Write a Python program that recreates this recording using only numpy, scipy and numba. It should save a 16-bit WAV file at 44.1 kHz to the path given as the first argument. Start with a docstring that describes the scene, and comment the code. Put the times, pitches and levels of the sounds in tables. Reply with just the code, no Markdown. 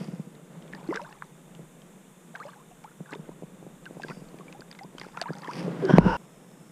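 """Water stirring in bubbles and drop ticks, bumps and rubbing on a camera case, then a grab with thumps and a scrape
that stops dead; hiss, far insects, thin hisses and breeze puffs lie under it. An angler in a kayak on a still lake
at dusk slips a fish back, the camera on the chest. Bubbles, drops and spray are gliding or decaying sines with noise
bursts; bumps are force pulses and rubs noise grains through case resonances; the rest is shaped noise.
A wind filter cuts the bass, then a compressor holds down the loudest thumps."""
import sys
import numpy as np
from scipy import signal
from scipy.fft import rfft, irfft
from scipy.io import wavfile
from scipy.ndimage import uniform_filter1d
from numba import njit

SR = 44100
rng = np.random.default_rng(int(sys.argv[2]) if len(sys.argv) > 2 else 0)


def persist_wave(psi):
    """Save psi, clipped to +-1, as 16-bit WAV."""
    counts = np.round(np.clip(psi, -1, 1) * 32767).astype(np.int16)
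    wavfile.write(sys.argv[1], SR, np.atleast_2d(counts).T)


N = 295999
TIME_S = np.arange(N) / SR

# All levels are set ahead of the compressor; all but breeze and low rumble also pass the wind filter.
# Microphone and air noise spectrum. Each row: frequency in Hz, relative density in dB per Hz.
HISS_SPECTRUM = [(76, -33), (130, -3), (172, 1), (252, -8), (307, -8), (619, -49), (819, -20),
                 (2890, -27.5), (3530, -30), (4570, -41), (6960, -25), (8340, -25.5), (14600, -37),
                 (15500, -44)]
HISS_RMS_DB = -62
# Insect choruses. Each row: start in seconds, centre in Hz, width in Hz, throbs per second, depth 0-1, level in dB.
INSECTS = [(0, 3570, 200, 44, .4, -76), (6.17, 5330, 300, 78, .9, -75)]
# Straps dragging on the case. Each row: time in seconds, level in dB.
STRAP_DRAG = [(0, -34.5), (.07, -45), (.48, -50), (.58, -45), (.9, -46.5), (1.2, -53.5), (1.57, -50.5),
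              (2.7, -53.5), (3.34, -49), (3.7, -52), (3.95, -47), (4.2, -46.5), (5.2, -51.5), (5.5, -44),
              (5.58, -33.5), (5.78, -36.5), (5.83, -31.5), (5.93, -32), (5.975, -24.5), (6.0, -56),
              (6.065, -26), (6.17, -42.5)]
# Shirt swishes. Each row: loudest moment in seconds, level in dB, swell in seconds, fade in seconds.
SHIRT_SWISHES = [(0, -51.5, .05, 0.21), (.95, -57, .1, .15), (4.05, -60, 0.14, 0.48),
                 (5.03, -57, 0.11, 0.19), (5.59, -45, 0.18, 0.1)]
# Cloth bands. Each row: centre in Hz, nominal width in Hz, gain in dB.
CLOTH_BANDS = [(2340, 940, 0.5), (4830, 780, -0.5), (8500, 2200, -11.5)]
# Bumps on the case. Each row: start in seconds, tap peak in dB, boom peak in dB.
BUMPS = [(0.011, -32, -28.5), (0.083, -32, -25.5), (0.133, -35, -28), (0.195, -32, -23.5),
         (0.269, -50, -33.5), (0.702, -36, -41), (0.83, -35, -40), (0.913, -24, -43), (0.945, -29, -51),
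         (1.593, -34, -36), (3.005, -31.5, -28.5), (3.128, -29, -50), (3.135, -30.5, -48),
         (3.193, -36, -32), (3.292, -27.5, -39.5), (3.423, -28.5, -43), (3.433, -29.5, -30),
         (3.627, -34.5, -40), (3.666, -31, -35.5), (3.909, -30.5, -46), (3.969, -30, -36),
         (4.048, -28.5, -48), (4.1, -28.5, -35), (4.108, -32, -50), (4.17, -35, -34.5), (4.219, -34, -35),
         (4.343, -31.5, -42), (4.398, -34.5, -38), (4.596, -32.5, -40), (4.847, -33, -43), (4.95, -34, -51),
         (5.015, -34, -46), (5.066, -32.5, -50), (5.292, -32, -30), (5.305, -20.5, -24.5),
         (5.483, -27, -38), (5.68, -23, -32), (5.826, -20, -34), (5.85, -26, -47), (5.895, -11.5, -20),
         (5.9, -10, -20), (5.908, -8.5, -18), (5.911, -13, -21), (5.936, -18, 0), (5.952, -14, -12.5),
         (5.972, -30, -13), (5.9834, 6.5, 4.5), (6.052, -20, -12), (6.062, -14, -6)]
# Case resonances, low, middle and high. 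Each row: frequency in Hz, nominal width in Hz, gain in dB.
CASE_LOW = [(174.5, 50.4, 8.5), (253.5, 138, -3), (351, 254, -5.5), (454, 46, -13.5)]
CASE_MID = [(793, 570, -21), (1200, 1340, -32.5)]
CASE_HIGH = [(937, 80, 0), (1440, 90, -3), (2790, 120, -17), (5250, 400, -30)]
# Upper case resonances before the grip closes. Each row: frequency in Hz, nominal width in Hz, gain in dB.
GRIP_OPEN = [(960, 200, -4), (1530, 110, 0), (3120, 150, -16), (5500, 350, -27)]
# Loudest drops on water and hull. Each row: start in seconds, level in dB, ring in Hz.
DROPS = [(0.043, -36.5, 4750), (0.352, -46, 3700), (0.624, -45, 3180), (0.679, -44.5, 3300),
         (0.7275, -41, 2120), (0.7493, -37.5, 4860), (0.8764, -45, 4360), (0.8867, -49, 2050),
         (0.9428, -34.5, 1980), (0.9589, -24.5, 2080), (0.9724, -40, 2040), (1.0162, -39, 2550),
         (1.1268, -43.5, 2680), (1.2224, -52, 2000), (1.55, -42.5, 2890), (1.819, -45.5, 3140),
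         (2.3568, -36, 2220), (2.4008, -45, 4270), (2.8403, -41, 2320), (3.1083, -39, 7900),
         (3.1224, -41.5, 1980), (3.1354, -35, 2500), (3.151, -37, 3650), (3.856, -37.5, 2820),
         (4.0196, -37.5, 2610), (4.0328, -34.5, 4630), (4.084, -35.5, 2030), (4.099, -37.5, 2400),
         (4.287, -47.5, 4320), (4.387, -45, 2390), (4.526, -37.5, 2600), (4.607, -35, 4800),
         (4.7135, -30.5, 4800), (4.727, -36.5, 3580), (4.75, -43.5, 2120), (4.789, -37.5, 2055),
         (4.834, -37, 4900), (4.9827, -29.5, 3140), (4.9977, -28.5, 4800), (5.0141, -32, 2110),
         (5.172, -34, 2500), (5.2148, -16.5, 4600), (5.2246, -28, 3620), (5.334, -37.5, 4780),
         (5.353, -40, 3530), (5.366, -43, 4900), (5.3847, -35.5, 6400), (5.42, -38, 4600),
         (5.445, -37, 3230), (5.8526, -28.5, 4700)]
# Stirs of the water. Each row: loudest moment in seconds, small-bubble level in dB, swell and fade in seconds.
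STIRS = [(.75, -43.5, 0.017, .5), (.97, -35.5, 0.17, 0.31), (1.23, -42, 0.018, 0.034),
         (2.37, -44.5, .03, 0.36), (2.48, -44.5, 0.29, 0.09), (2.73, -54, 0.068, 0.024),
         (3.13, -26.5, 0.04, 0.021), (3.3, -49, 0.64, 0.059), (4.105, -24, 0.033, 0.014),
         (4.52, -50.5, .3, .2), (4.76, -53, .15, 0.18), (5.03, -41.5, 0.085, 0.25),
         (5.19, -35.5, 0.089, 0.78), (5.48, -44, 0.12, 0.24)]
# Loudest bubbles. Each row: start in seconds, start pitch in Hz, end pitch in Hz, length in ms, level in dB.
BUBBLES = [(0.7348, 1830, 1710, 3.4, -27), (0.7485, 1770, 1880, 8.6, -40), (0.8895, 313, 610, 38, -21.5),
           (0.9073, 2090, 1940, 12, -36.5), (0.926, 940, 1700, 13.4, -25), (0.953, 432, 520, 31, -33),
           (0.9547, 1460, 1460, 1.9, -22), (0.9725, 1610, 1520, 7.2, -23), (0.9975, 927, 960, 25, -36),
           (1.015, 560, 700, 31, -37), (1.0475, 1470, 1680, 11, -39), (1.0638, 960, 1280, 16, -40),
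           (1.11, 850, 900, 14, -49), (1.1264, 1700, 1810, 3, -35.5), (1.2225, 1474, 1680, 2.3, -25),
           (1.223, 1030, 990, 3.2, -27), (2.3425, 676, 1550, 37, -42.5), (2.3522, 1630, 1430, 10, -30),
           (2.4011, 1174, 2220, 34, -34.5), (2.4525, 560, 654, 29, -35), (2.4895, 1180, 1130, 9, -38),
           (2.5335, 1610, 1510, 8.5, -43), (2.405, 420, 950, 28, -45), (2.56, 797, 1250, 35, -49),
           (2.6, 1005, 1450, 35, -52), (2.712, 730, 700, 21, -46.5), (2.8445, 824, 1200, 18, -36),
           (2.875, 1300, 1850, 20, -48.5), (2.915, 1400, 1450, 6, -48), (3.059, 1610, 1690, 7, -42.5),
           (3.0915, 1450, 1560, 19, -43), (3.157, 424, 400, 11, -32), (3.315, 1000, 950, 8, -45.5),
           (3.8626, 1594, 1420, 14, -35), (3.9983, 730, 960, 6.1, -31), (4.0357, 1635, 1570, 10.6, -28.5),
           (4.114, 1960, 2040, 2.5, -39), (4.116, 1450, 1490, 9, -37), (4.4074, 1120, 1120, 11, -40),
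           (4.4815, 2310, 2330, 10, -42), (4.548, 790, 900, 25, -42.5), (4.6197, 1470, 1610, 4.4, -36.5),
           (4.7893, 2120, 1980, 10.7, -37.5), (4.8105, 766, 1046, 42, -38.5), (5.0355, 1660, 1660, 6, -40),
           (5.0475, 1310, 1560, 7, -39), (5.174, 980, 970, 1.7, -20), (5.175, 1400, 1370, 7.9, -28),
           (5.1983, 1650, 1790, 16, -40), (5.2169, 675, 690, 7, -21.5), (5.238, 1340, 1300, 5, -33),
           (5.2577, 924, 1510, 38, -31), (5.284, 1606, 1700, 22, -37.5), (5.3335, 1370, 1580, 9, -42),
           (5.4335, 1220, 1130, 5, -35.5), (5.4355, 1830, 1770, 4, -35), (5.4465, 1000, 1130, 17, -34.5),
           (5.4752, 1710, 2100, 6.8, -33), (5.4892, 928, 1505, 28, -28.5)]
# Thin hisses: a faint whistle, then two narrow hiss bands.
# Each row: start and length in seconds, start and end pitch in Hz, half-width in Hz, level in dB.
THIN_HISSES = [(2.41, .13, 4050, 4340, 30, -71), (4.04, .18, 4700, 4720, 60, -66),
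               (4.07, .14, 5300, 5300, 90, -69)]
# Mount creaks. Each row: start and length in seconds, start and end pitch in Hz, half-width in Hz, level in dB.
CREAKS = [(5.82, 0.069, 420, 329, 27, -24), (5.64, 0.059, 510, 482, 86, -36)]
# The grabbing hand. Each row: time in seconds, scrape level in dB, low rumble level in dB.
GRAB = [(5.8, -60, -75), (5.885, -39, -70), (5.9, -23.5, -68), (5.925, -31.5, -54), (5.97, -27.5, -26),
        (6.0, -35, -22), (6.07, -30.5, -27.5), (6.1, -27, -28), (6.168, -30, -41.5)]

GRIP_CLOSE_S, GRAB_END_S = 5.99, 6.169
BREEZE_HZ, BREEZE_DB, BREEZE_TOP_HZ = 33.5, -69.5, 40
BUBBLE_FADE_DB = -11.5  # over the length of a bubble
SPLASH_DB, SPLASH_DB_PER_OCTAVE = -4, -8.5  # at a 2 kHz ring; higher rings splash less
SWELL_DB = 21.5  # gained over a swell, lost over a fade
WIND_CUT_HZ, TOP_HZ = 128, 15500
COMPRESS_DB, RELEASE_S = -10, 0.046


def undb(db):
    """Amplitude ratio of a level in dB."""
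    return 10 ** (np.asarray(db) / 20)


def unit(x):
    """Scale to an RMS of 1."""
    return x / np.sqrt(np.mean(x ** 2))


def band(x, hz, width_hz):
    """Two-pole resonance, gain 1 at the centre."""
    return signal.lfilter(*signal.iirpeak(hz, hz / width_hz, SR), x)


def ring(x, modes):
    """Resonances in parallel."""
    return sum(undb(db) * band(x, hz, width_hz) for hz, width_hz, db in modes)


def steep(x, modes):
    """Resonances in parallel, each applied twice at 1.99 times its nominal width: dark valleys between modes."""
    out = 0
    for hz, width_hz, db in modes:
        once = band(x, hz, 1.99 * width_hz)
        out = out + undb(db) * band(once, hz, 1.99 * width_hz)
    return out


def walk(rate_hz):
    """Slow random drift around 0: values held 1 / rate_hz seconds, smoothed twice."""
    k = int(SR / rate_hz)
    held = np.repeat(rng.standard_normal(N // k + 1), k)
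    return 1.3 * uniform_filter1d(uniform_filter1d(held, k), k)[:N]


def curve(table, column):
    """Gain along one dB column, straight in dB between rows, silent outside the table."""
    rows = np.array(table)
    return undb(np.interp(TIME_S, rows[:, 0], rows[:, column], -150, -150))


def swells(table):
    """Gain of gestures that swell to their loudest moment and fade; each reaches out to twice its swell and fade."""
    out = np.zeros(N)
    for s, db, swell_s, fade_s in table:
        away = np.where(TIME_S < s, (s - TIME_S) / swell_s, (TIME_S - s) / fade_s)
        out += undb(db - SWELL_DB * away) * (away < 2)
    return out


def grit(scatter_db, grain_ms):
    """Noise in short, soft-edged grains of uneven size, RMS 1."""
    k = int(grain_ms * SR / 1000) + 1
    sizes = np.repeat(rng.exponential(size=N // k + 1), k)[:N]
    return unit(rng.standard_normal(N) * undb(scatter_db * uniform_filter1d(sizes, k)))


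def push(ms):
    """Smooth force pulse of one contact."""
    force = np.zeros(4000)
    k = max(int(ms * SR / 1000), 4)
    force[:k] = -np.sin(np.pi * np.arange(k) / k) ** 2
    return force


def add(out, s, x):
    """Mix x into out from s seconds on."""
    i = int(s * SR)
    out[i:i + len(x)] += x[:N - i]


def hiss():
    """Smooth noise of the microphone and the air above 600 Hz, wavering slightly."""
    hz = np.maximum(np.arange(N // 2 + 1) * SR / N, 1)
    rows = np.array(HISS_SPECTRUM)
    gain = undb(np.interp(np.log(hz), np.log(rows[:, 0]), rows[:, 1]))
    noise = irfft(rfft(rng.standard_normal(N)) * gain * (hz > 600), N)
    return unit(noise) * undb(HISS_RMS_DB + .5 * walk(2.9))


def insects():
    """Steady choruses in narrow noise bands, throbbing with the wing strokes."""
    out = np.zeros(N)
    for start_s, hz, width_hz, throb_hz, depth, db in INSECTS:
        throb = 1 + depth * np.sin(2 * np.pi * throb_hz * TIME_S + .5 * walk(6.3))
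        song = unit(band(band(rng.standard_normal(N), hz, width_hz), hz, 2 * width_hz))
        out += undb(db + 0.87 * walk(4.7)) * throb * song * (TIME_S > start_s)
    return out


def breeze():
    """Slow pressure puffs of a light breeze: low-passed noise around one low resonance."""
    soft = signal.butter(6, BREEZE_TOP_HZ, fs=SR, output="sos")
    puff = unit(signal.sosfilt(soft, band(rng.standard_normal(N), BREEZE_HZ, 25)))
    return puff * undb(BREEZE_DB + 4.0 * walk(4.83))


def strap_rub():
    """Stick-slip grains under the straps excite the case modes."""
    drag = unit(steep(grit(0.83, 5.0), CASE_LOW + CASE_MID))
    return drag * undb(0.93 * walk(22)) * curve(STRAP_DRAG, 1)


def rustle():
    """Dry cloth: dense grains in wide bands, dulled at the top."""
    cloth = steep(grit(3.5, 1.5), CLOTH_BANDS)
    cloth = signal.lfilter(*signal.butter(3, 10500, fs=SR), cloth)
    return unit(cloth) * swells(SHIRT_SWISHES)


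def bumps(high_db=-6.0, ring_db=-2.0, boom_ms=3.58, soft_ms=1.49, hard_ms=0.52):
    """A short tap, with a shorter contact for a harder blow, and the slower boom of the lowest case mode."""
    out = np.zeros(N)
    boom = steep(push(boom_ms), CASE_LOW[:1])
    boom = boom / np.abs(boom).max()
    for s, tap_db, boom_db in BUMPS:
        contact_ms = soft_ms - hard_ms * min(undb(tap_db), 1)
        force = push(contact_ms)
        modes = ring(force, CASE_LOW[1:]) + undb(high_db) * ring(force, CASE_HIGH[:2])
        tap = band(force, 550 / contact_ms, 600 / contact_ms) + undb(ring_db) * modes
        tap = tap / np.abs(tap).max()
        add(out, s, undb(tap_db) * tap + undb(boom_db) * boom)
    return out


def drop_ticks(decay_cycles=6.4, crack_ms=0.56, splash_ms=3.6, splash_hz=1400):
    """A drop: a wide crack, a few cycles of ring and a duller splash, all decaying exponentially."""
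    out, u = np.zeros(N), np.arange(600) / SR
    noise = rng.standard_normal((len(DROPS), 2, len(u)))
    for (s, db, hz), (crack_noise, splash_noise) in zip(DROPS, noise):
        tone = np.sin(2 * np.pi * hz * u) * np.exp(-u * hz / decay_cycles)
        crack = unit(band(band(crack_noise, 4500, 6000), 3800, 8000)) * np.exp(-u * 1000 / crack_ms)
        splash = unit(steep(splash_noise, [(splash_hz, 1200, 0)])) * np.exp(-u * 1000 / splash_ms)
        splash_db = SPLASH_DB + SPLASH_DB_PER_OCTAVE * np.log2(hz / 2000)
        add(out, s, undb(db) * (0.72 * tone + 0.55 * crack + undb(splash_db) * splash))
    return signal.lfilter(*signal.butter(3, 7500, fs=SR), out)  # the case dulls the top


def droplets(low_hz=800, octaves=1.8, scatter_db=19.5, count=3000):
    """A crowd of small bubbles, decaying sines of rising pitch, follows the stirring; high ones are weaker."""
    stir = swells(STIRS)
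    out, u = np.zeros(N), np.arange(1000) / SR
    decay_cycles, glide_per_s = 8.0, 10.0
    edge = (1 - np.exp(-u / 0.00017)) * np.cos(np.pi * u / u[-1] / 2)
    for s, pitch, size, rise in rng.random((count, 4)) * [N / SR, 1, 1, 1]:
        level = stir[int(s * SR)]
        if level > 1e-5:
            hz = low_hz * 2 ** (octaves * pitch ** 1.5)
            tone = np.sin(2 * np.pi * hz * u * (1 + glide_per_s * rise * u))
            grain = edge * tone * np.exp(-u * hz / decay_cycles)
            add(out, s, level * undb(-scatter_db * size - 6.0 * pitch) * grain)
    return out


def spray(level_db=-14.0, scatter_db=20.0, decay_cycles=5.9, count=1100):
    """Fine spatter: very short high ticks that follow the stirring, less steeply than the small bubbles."""
    stir = swells(STIRS)
    out, u = np.zeros(N), np.arange(200) / SR
    for s, pitch, size in rng.random((count, 3)) * [N / SR, 1, 1]:
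        hz = 3000 * 2 ** (1.2 * pitch)
        shape = np.exp(-u * hz / decay_cycles) * (1 - np.exp(-u / 0.00019))
        tick = np.sin(2 * np.pi * hz * u) * shape
        add(out, s, stir[int(s * SR)] ** 0.8 * undb(level_db - scatter_db * size) * tick)
    return out


def bubbles(rise_ms=0.16, tail_ms=3.8):
    """Each bubble rings as a fading sine whose pitch moves ever faster, mostly up, as it nears the surface."""
    out = np.zeros(N)
    for s, start_hz, end_hz, length_ms, db in BUBBLES:
        u_ms = np.arange(int((length_ms + 15) * SR / 1000)) * 1000 / SR
        hz = start_hz * (end_hz / start_hz) ** np.minimum((u_ms / length_ms) ** 1.88, 1.5)
        attack = 1 - np.exp(-u_ms / rise_ms)
        fade = undb(BUBBLE_FADE_DB * u_ms / length_ms)
        tail = np.exp(-np.maximum(u_ms - length_ms, 0) / tail_ms)
        add(out, s, undb(db) * attack * fade * tail * np.sin(2 * np.pi * np.cumsum(hz) / SR))
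    return out


def thin_hisses_and_creaks():
    """Thin hisses and mount creaks: narrow noise bands on a steady or gliding carrier that swell and fade."""
    out = np.zeros(N)
    for s, length_s, start_hz, end_hz, half_width_hz, db in THIN_HISSES + CREAKS:
        u = np.linspace(0, 1, int(length_s * SR))
        noise = rng.standard_normal((2, len(u) + 2000))
        waver = signal.lfilter(*signal.butter(2, half_width_hz, fs=SR), noise)[:, 2000:]  # drop the filter's onset
        phase = 2 * np.pi * np.cumsum(start_hz + (end_hz - start_hz) * u) / SR
        tone = unit(waver[0] * np.sin(phase) + waver[1] * np.cos(phase))
        add(out, s, undb(db) * np.sin(np.pi * u) ** .5 * tone)
    return out


def grab_scrape():
    """Stick-slip grains under the hand excite the case; its upper modes drop as the grip closes."""
    hand = grit(1.1, 4.0)
    is_open = TIME_S < GRIP_CLOSE_S
    upper = np.where(is_open, unit(steep(hand, GRIP_OPEN)), unit(steep(hand, CASE_HIGH)))
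    lower = unit(steep(hand, [(1040, 400, -19), (497, 79, 21)]))
    return (upper + undb(-9) * lower) * curve(GRAB, 1)


def grab_rumble():
    """Low rumble noise under the grab."""
    return unit(steep(rng.standard_normal(N), [(50, 156, 0)])) * curve(GRAB, 2)


def faint_grit():
    """Faint noise grains through the case modes."""
    return undb(-50) * unit(steep(grit(2.35, 1.9), CASE_LOW + CASE_MID))


def scene():
    """Mix all layers: case contact stops dead at the end of the grab and faint grit follows."""
    held = TIME_S < GRAB_END_S
    contact = np.where(held, strap_rub() + bumps() + grab_scrape(), faint_grit())
    water = drop_ticks() + droplets() + spray() + bubbles()
    sound = hiss() + insects() + rustle() + contact + water + thin_hisses_and_creaks()
    # the wind filter takes out the bass; only puffs and rumble get under it
    wind_filter = signal.butter(7, WIND_CUT_HZ, "high", fs=SR, output="sos")
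    return (signal.sosfiltfilt(wind_filter, sound) + breeze() + grab_rumble())[None]


@njit
def follow(x, release):
    """Peak level that jumps up and sinks exponentially."""
    e, y = 0., np.empty(len(x))
    for i in range(len(x)):
        e = max(abs(x[i]), e * release)
        y[i] = e
    return y


def record(dry):
    """A 2:1 compressor ducks the loud thumps and what follows closely; peaks clip and the top is cut."""
    level = follow(dry[0], np.exp(-1 / (RELEASE_S * SR)))
    gain = np.minimum(undb(COMPRESS_DB) / (level + 1e-9), 1) ** .5
    gain = uniform_filter1d(gain, 200, origin=99)  # mean of the last 200 samples
    top_cut = signal.ellip(10, .2, 70, TOP_HZ, fs=SR, output="sos")
    return signal.sosfilt(top_cut, np.clip(dry * gain, -.96, .96))


dry = scene()
out = record(dry)
persist_wave(out)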